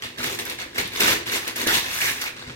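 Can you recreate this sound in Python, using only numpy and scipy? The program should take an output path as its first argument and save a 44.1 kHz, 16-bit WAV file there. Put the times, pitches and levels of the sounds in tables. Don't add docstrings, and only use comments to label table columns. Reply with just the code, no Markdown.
import sys
import numpy as np
from scipy import signal
from scipy.fft import rfft, irfft, next_fast_len
from scipy.io import wavfile
from scipy.ndimage import uniform_filter1d

SR = 44100
rng = np.random.default_rng(int(sys.argv[2]) if len(sys.argv) > 2 else 0)


def write(x):
    x = np.atleast_2d(x).T
    wavfile.write(sys.argv[1], SR, np.round(np.clip(x, -1, 1) * 32767).astype(np.int16))


N = 112454
T = np.arange(N) / SR
FFT_SIZE = next_fast_len(2 * N)
HZ = np.maximum(np.arange(FFT_SIZE // 2 + 1) * SR / FFT_SIZE, 1)

# frequency_hz, level_db
CRACKLE_SPECTRUM = [(60, -62), (250, -21), (600, -6.5), (1100, 0.5), (1450, -9.5), (1800, 4), (2300, 2.5),
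                    (2900, -0.5), (3900, 1.5), (5000, -4.5), (6500, -10), (9000, -14), (16000, -51)]


def from_db(db):
    return 10 ** (np.asarray(db) / 20)


def rms_one(x):
    return x / np.sqrt(np.mean(x ** 2) + 1e-20)


def at_hz(points, hz):
    frequency, value = np.transpose(points)
    return np.interp(np.log(hz), np.log(np.maximum(frequency, 1)), value)


def colour(x, spectrum):
    cepstrum = irfft(np.log(rms_one(from_db(at_hz(spectrum, HZ)))), FFT_SIZE)
    cepstrum[1:FFT_SIZE // 2] *= 2
    cepstrum[FFT_SIZE // 2 + 1:] = 0
    return irfft(rfft(x, FFT_SIZE) * np.exp(rfft(cepstrum)), FFT_SIZE)[:N]


def ring(x, hz, t60_s):
    radius, angle = from_db(-60 / (t60_s * SR)), 2 * np.pi * hz / SR
    numerator = np.sqrt((1 - radius ** 2) / 2) * np.array([1, 0, -1])
    return signal.lfilter(numerator, [1, -2 * radius * np.cos(angle), radius ** 2], x + 1e-18)


def snaps(per_s, spread_db):
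    size = from_db(spread_db * np.minimum(rng.exponential(1, N), 4)) * rng.choice([-1, 1], N)
    impulses = rms_one(size * (rng.random(N) < per_s / SR))
    x = impulses + from_db(-6.5) * rng.standard_normal(N)
    return x / np.sqrt(uniform_filter1d(x * x, size=1400))


def burst(start_s, decay_s):
    age = T - start_s
    return rng.standard_normal(N) * (age >= 0) * np.exp(-np.abs(age) / decay_s)


def reflections():
    # frequency_hz, t60_s
    decay_times = [(100, .36), (500, 0.3), (2000, 0.32), (6000, 0.27), (15000, 0.22)]
    scatter_s, gap_s = 0.0023, 0.005
    t = T[:SR // 2]
    noise, tail = rfft(rng.standard_normal(len(t))), 0
    edges = np.r_[0, np.geomspace(200, SR / 2, num=9)]
    hz = np.arange(len(noise)) * SR / len(t)
    for low, high in zip(edges, edges[1:]):
        band = irfft(noise * (hz >= low) * (hz < high), len(t))
        tail = tail + band * from_db(-60 * t / at_hz(decay_times, (low + high) / 2))
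    scatter = rng.standard_normal(len(t)) * np.exp(-t / scatter_s)
    path = rms_one(tail * (t > gap_s)) + from_db(1) * rms_one(scatter)
    return rfft(path, FFT_SIZE) / np.sqrt(len(t))


def living_room(x, wet, lag_s=0):
    # frequency_hz, level_db
    side_level = [(60, -28), (210, -24), (320, -7), (500, 0), (16000, 0)]
    # frequency_hz, phase_rad
    left_lead = [(220, 0), (290, .25), (380, 1.0), (520, 2.3), (700, 2.5), (1100, 1.9), (2100, 2.1),
                 (3200, 2.9), (5500, 3.8), (9000, 7), (16000, 13)]
    # frequency_hz, level_db
    left_level = [(60, 1.9), (150, 2.5), (350, -4.5), (700, 4), (1400, 0.5), (2600, -3.5), (5000, 2),
                  (9000, 3.5), (15000, 0.5)]
    sides, width = np.array([[1], [-1]]), from_db(at_hz(side_level, HZ))
    room = wet * (reflections() + sides * width * reflections()) / np.sqrt(1 + width ** 2)
    heard = rfft(x, FFT_SIZE) * (1 + room) / np.sqrt(1 + np.mean(np.abs(room) ** 2))
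    heard[1] *= np.exp(-1j * (at_hz(left_lead, HZ) + 2 * np.pi * HZ * lag_s))
    return irfft(heard * from_db(sides * at_hz(left_level, HZ) / 2), FFT_SIZE)[:, :N]


def flapping(drive):
    # frequency_hz, level_db
    flap_spectrum = [(14, -69), (27, -15), (42, -6), (60, -1.5), (85, 0.5), (120, 4), (170, -5), (260, -3),
                     (800, -50.5)]
    return colour(drive, flap_spectrum)


def cardboard(drive):
    # start_s, level_db
    tugs = [(.66, -31.5), (0.787, -32), (1.036, -18), (1.077, -35), (1.666, -18.5), (1.713, -27)]
    # pitch_hz, level_db, t60_s
    modes = [(119.4, -14.5, .3), (242.5, -5.5, 0.1), (330.4, -8, 0.064), (351, -1.5, 0.18),
             (396.1, -2, 0.13), (427, -9, .1), (480, -1.5, 0.17)]
    # frequency_hz, level_db
    box_spectrum = [(25, -34), (80, -9.5), (160, -5.5), (240, -2), (330, 6), (430, 0.5), (600, -9),
                    (1000, -18), (3000, -44)]
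    thump_hz, thump_decay_s = 322, 0.0088
    ages = [(np.maximum(T - start, 0), from_db(db)) for start, db in tugs]
    thumps = sum(gain * np.sin(2 * np.pi * thump_hz * age) * np.exp(-age / thump_decay_s)
                 for age, gain in ages)
    drive = drive + sum(from_db(db) * burst(start, decay_s=0.0045) for start, db in tugs)
    panels = sum(from_db(db) * ring(drive, hz, t60_s) for hz, db, t60_s in modes)
    return 0.5 * (colour(drive, box_spectrum) + from_db(-4.5) * panels) + thumps


def creases():
    # start_s, tick_db, pop_db
    flips = [(0.022, -37, -22), (0.191, -37, -40), (0.2316, -31, -25), (0.3897, -26, -19),
             (0.4527, -22, -34), (.4975, -27, -20), (0.5907, -45, -36), (.745, -48, -32), (.7585, -36, -49),
             (0.7838, -24, -14), (0.8448, -46, -25), (0.856, -44, -23), (0.876, -27.5, -42),
             (0.971, -26, -33), (1.0055, -11.5, -10.5), (1.0333, -28, -16), (1.079, -20, -13),
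             (1.479, -18.5, -31), (1.5608, -22.5, -36), (1.6143, -22, -17.5), (1.6724, -15, -15),
             (2.016, -33, -14), (2.217, -33, -19), (2.27, -38, -34)]
    # frequency_hz, level_db
    tick_spectrum = [(800, -28), (3000, -12), (6000, 2.5), (9000, 1.5), (12500, 6), (16000, -7.5)]
    ticks = sum(from_db(db) * burst(start, decay_s=0.002) for start, db, _ in flips)
    pops = sum(from_db(db) * burst(start, decay_s=0.002) for start, _, db in flips)
    return colour(ticks, tick_spectrum) + colour(pops, CRACKLE_SPECTRUM)


def rasp():
    # start_s, length_s, level_db
    runs = [(1.013, 0.09, -34), (1.654, 0.063, -30), (2, .11, -25), (2.25, 0.043, -30.5)]
    # frequency_hz, level_db
    taut_spectrum = [(500, -46), (1400, -16), (1720, -1), (2050, -5), (2450, 0), (2850, -15), (6000, -33.5)]
    edge_s = 0.008
    pull = sum(from_db(db) * np.clip(np.minimum(T - start, start + length - T) / edge_s, 0, 1)
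               for start, length, db in runs)
    return colour(pull * snaps(per_s=1300, spread_db=2), taut_spectrum)


def pull_envelopes(pulls, release_s):
    power, pitch, weight = np.zeros((4, N)), 0, 0
    for start, rise, hold, hz, *levels in pulls:
        release = np.exp(-np.clip((T - start - rise - hold) / release_s, 0, 20))
        shape = np.clip((T - start) / rise, 0, 1) * release
        power += (from_db(levels)[:, None] * shape) ** 2
        pitch += hz * (shape + 1e-9)
        weight += shape + 1e-9
    return np.sqrt(power), pitch / weight


def facets(pitch_hz, per_s, spread_db):
    decay_cycles, spread_octaves = 2.9, 0.29
    onset = np.flatnonzero(rng.random(N) < per_s / SR)[:, None]
    size = from_db(spread_db * np.minimum(rng.exponential(1, N)[onset], 4))
    detune = 2 ** (spread_octaves * rng.standard_normal(N)[onset])
    age = np.arange(256)
    cycles = pitch_hz[onset] * detune * age / SR
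    grains = (-1.) ** onset * size * np.sin(2 * np.pi * cycles) * np.exp(-cycles / decay_cycles)
    x = np.bincount((onset + age).ravel(), grains.ravel(), N)[:N]
    return x / np.sqrt(uniform_filter1d(x * x, size=1400) + 1e-4)


def paper(gains, pitch_hz, per_s, spread_db):
    crackle, fizz, box, flap = gains
    clicks = snaps(per_s, spread_db)
    # frequency_hz, level_db
    fizz_spectrum = [(400, -39), (1500, 2.5), (4000, -2), (6000, 2.5), (8000, -1), (10000, -3.5),
                     (12500, 0), (16000, -4)]
    buckling = 1.03 * colour(crackle * snaps(per_s, spread_db), CRACKLE_SPECTRUM)
    ringing = from_db(-4.5) * crackle * facets(pitch_hz, per_s, spread_db)
    sheet = buckling + ringing + colour(fizz * clicks, fizz_spectrum)
    return np.array([sheet, box * clicks, flap * rng.standard_normal(N)])


def spread_over_sheet(x, patches):
    activity = uniform_filter1d(uniform_filter1d(rng.standard_normal((patches, N)), size=260), size=180)
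    active = np.argmax(activity, axis=0)
    lags_s = np.linspace(-1, 1, patches) * 50e-6
    return sum(living_room(x * uniform_filter1d(1. * (active == k), size=40), wet=0.72, lag_s=lag)
               for k, lag in enumerate(lags_s))


def crumpling():
    # start_s, rise_s, hold_s, pitch_hz, crackle_db, fizz_db, box_db, flap_db
    grips = [(.02, 0.0073, 0.027, 3020, -32, -42, -43.5, -53),
             (.172, 0.012, 0.032, 1970, -31.5, -39, -34, -41),
             (.226, .006, 0.037, 2300, -27, -30.5, -33.5, -38),
             (.285, 0.0086, 0.054, 2370, -33, -34, -35.5, -49.5),
             (.384, 0.0051, 0.015, 2200, -30, -32, -33, -42),
             (.453, 0.0036, .025, 1860, -34.5, -41, -40, -51),
             (.49, 0.0055, 0.023, 2380, -32.5, -36, -36.5, -61.5),
             (.575, 0.019, 0.028, 2130, -30.5, -41.5, -43.5, -61),
             (.738, 0.021, 0.034, 2120, -32.5, -41, -35, -63),
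             (.778, 0.0024, 0.017, 2350, -23.5, -29.5, -29.5, -34),
             (.84, .006, 0.028, 3170, -35.5, -49, -44, -46.5),
             (.90, 0.065, 0.078, 2120, -29.5, -35.5, -37.5, -48),
             (1.13, 0.021, 0.068, 2030, -36.5, -53, -39, -47),
             (1.252, 0.018, 0.031, 2040, -29.5, -35, -36.5, -43.5),
             (1.40, 0.022, 0.042, 1820, -35.5, -41.5, -54, -66),
             (1.464, 0.011, 0.011, 1950, -27, -36, -34, -63),
             (1.552, 0.01, 0.06, 2230, -29.5, -32, -36, -68),
             (1.598, .012, 0.032, 2100, -32.5, -35, -32, -56),
             (1.81, 0.021, 0.08, 2320, -31, -36.5, -42.5, -50),
             (2.115, 0.015, 0.084, 2010, -35.5, -39, -48, -63),
             (2.205, .01, .016, 1920, -28.5, -30.5, -43, -67),
             (2.254, 0.0069, 0.0091, 2060, -29.5, -38, -56, -64),
             (2.358, 0.0098, 0.068, 1840, -39.5, -57, -64.5, -54),
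             (2.455, 0.021, 0.03, 1680, -39, -69, -43, -40.5)]
    # crackle_db, fizz_db, box_db, flap_db
    resting_db = (-46.5, -59, -46.5, -53)
    gains, pitch_hz = pull_envelopes(grips, release_s=0.023)
    return paper(np.hypot(gains, from_db(resting_db)[:, None]), pitch_hz, per_s=1400, spread_db=4)


def tearing():
    # start_s, rise_s, hold_s, pitch_hz, crackle_db, fizz_db, box_db, flap_db
    rips = [(.993, 0.01, 0.062, 1920, -20.5, -24, -26.5, -38),
            (1.065, 0.013, 0.048, 2180, -20, -23, -26, -43),
            (1.303, 0.022, 0.044, 2220, -25, -26.5, -32, -64),
            (1.664, 0.0048, 0.047, 1980, -21.5, -27, -37, -39.5),
            (1.71, 0.026, 0.036, 3560, -20, -22, -34.5, -43),
            (1.89, 0.048, 0.17, 2160, -30.5, -29, -48, -69),
            (2.007, 0.0029, 0.089, 2200, -28.5, -29.5, -43, -46.5)]
    gains, pitch_hz = pull_envelopes(rips, release_s=0.024)
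    return paper(gains, pitch_hz, per_s=4500, spread_db=3)


def scene():
    sheet, box_drive, flap_drive = tearing() + crumpling()
    return (spread_over_sheet(sheet + rasp(), patches=7)
            + living_room(creases(), wet=1)
            + living_room(cardboard(box_drive), wet=from_db(-6))
            + flapping(flap_drive))


def record(dry):
    cutoff_hz = 15900
    return signal.sosfilt(signal.ellip(10, .1, 80, cutoff_hz, fs=SR, output="sos"), dry)


dry = scene()
out = record(dry)
write(out)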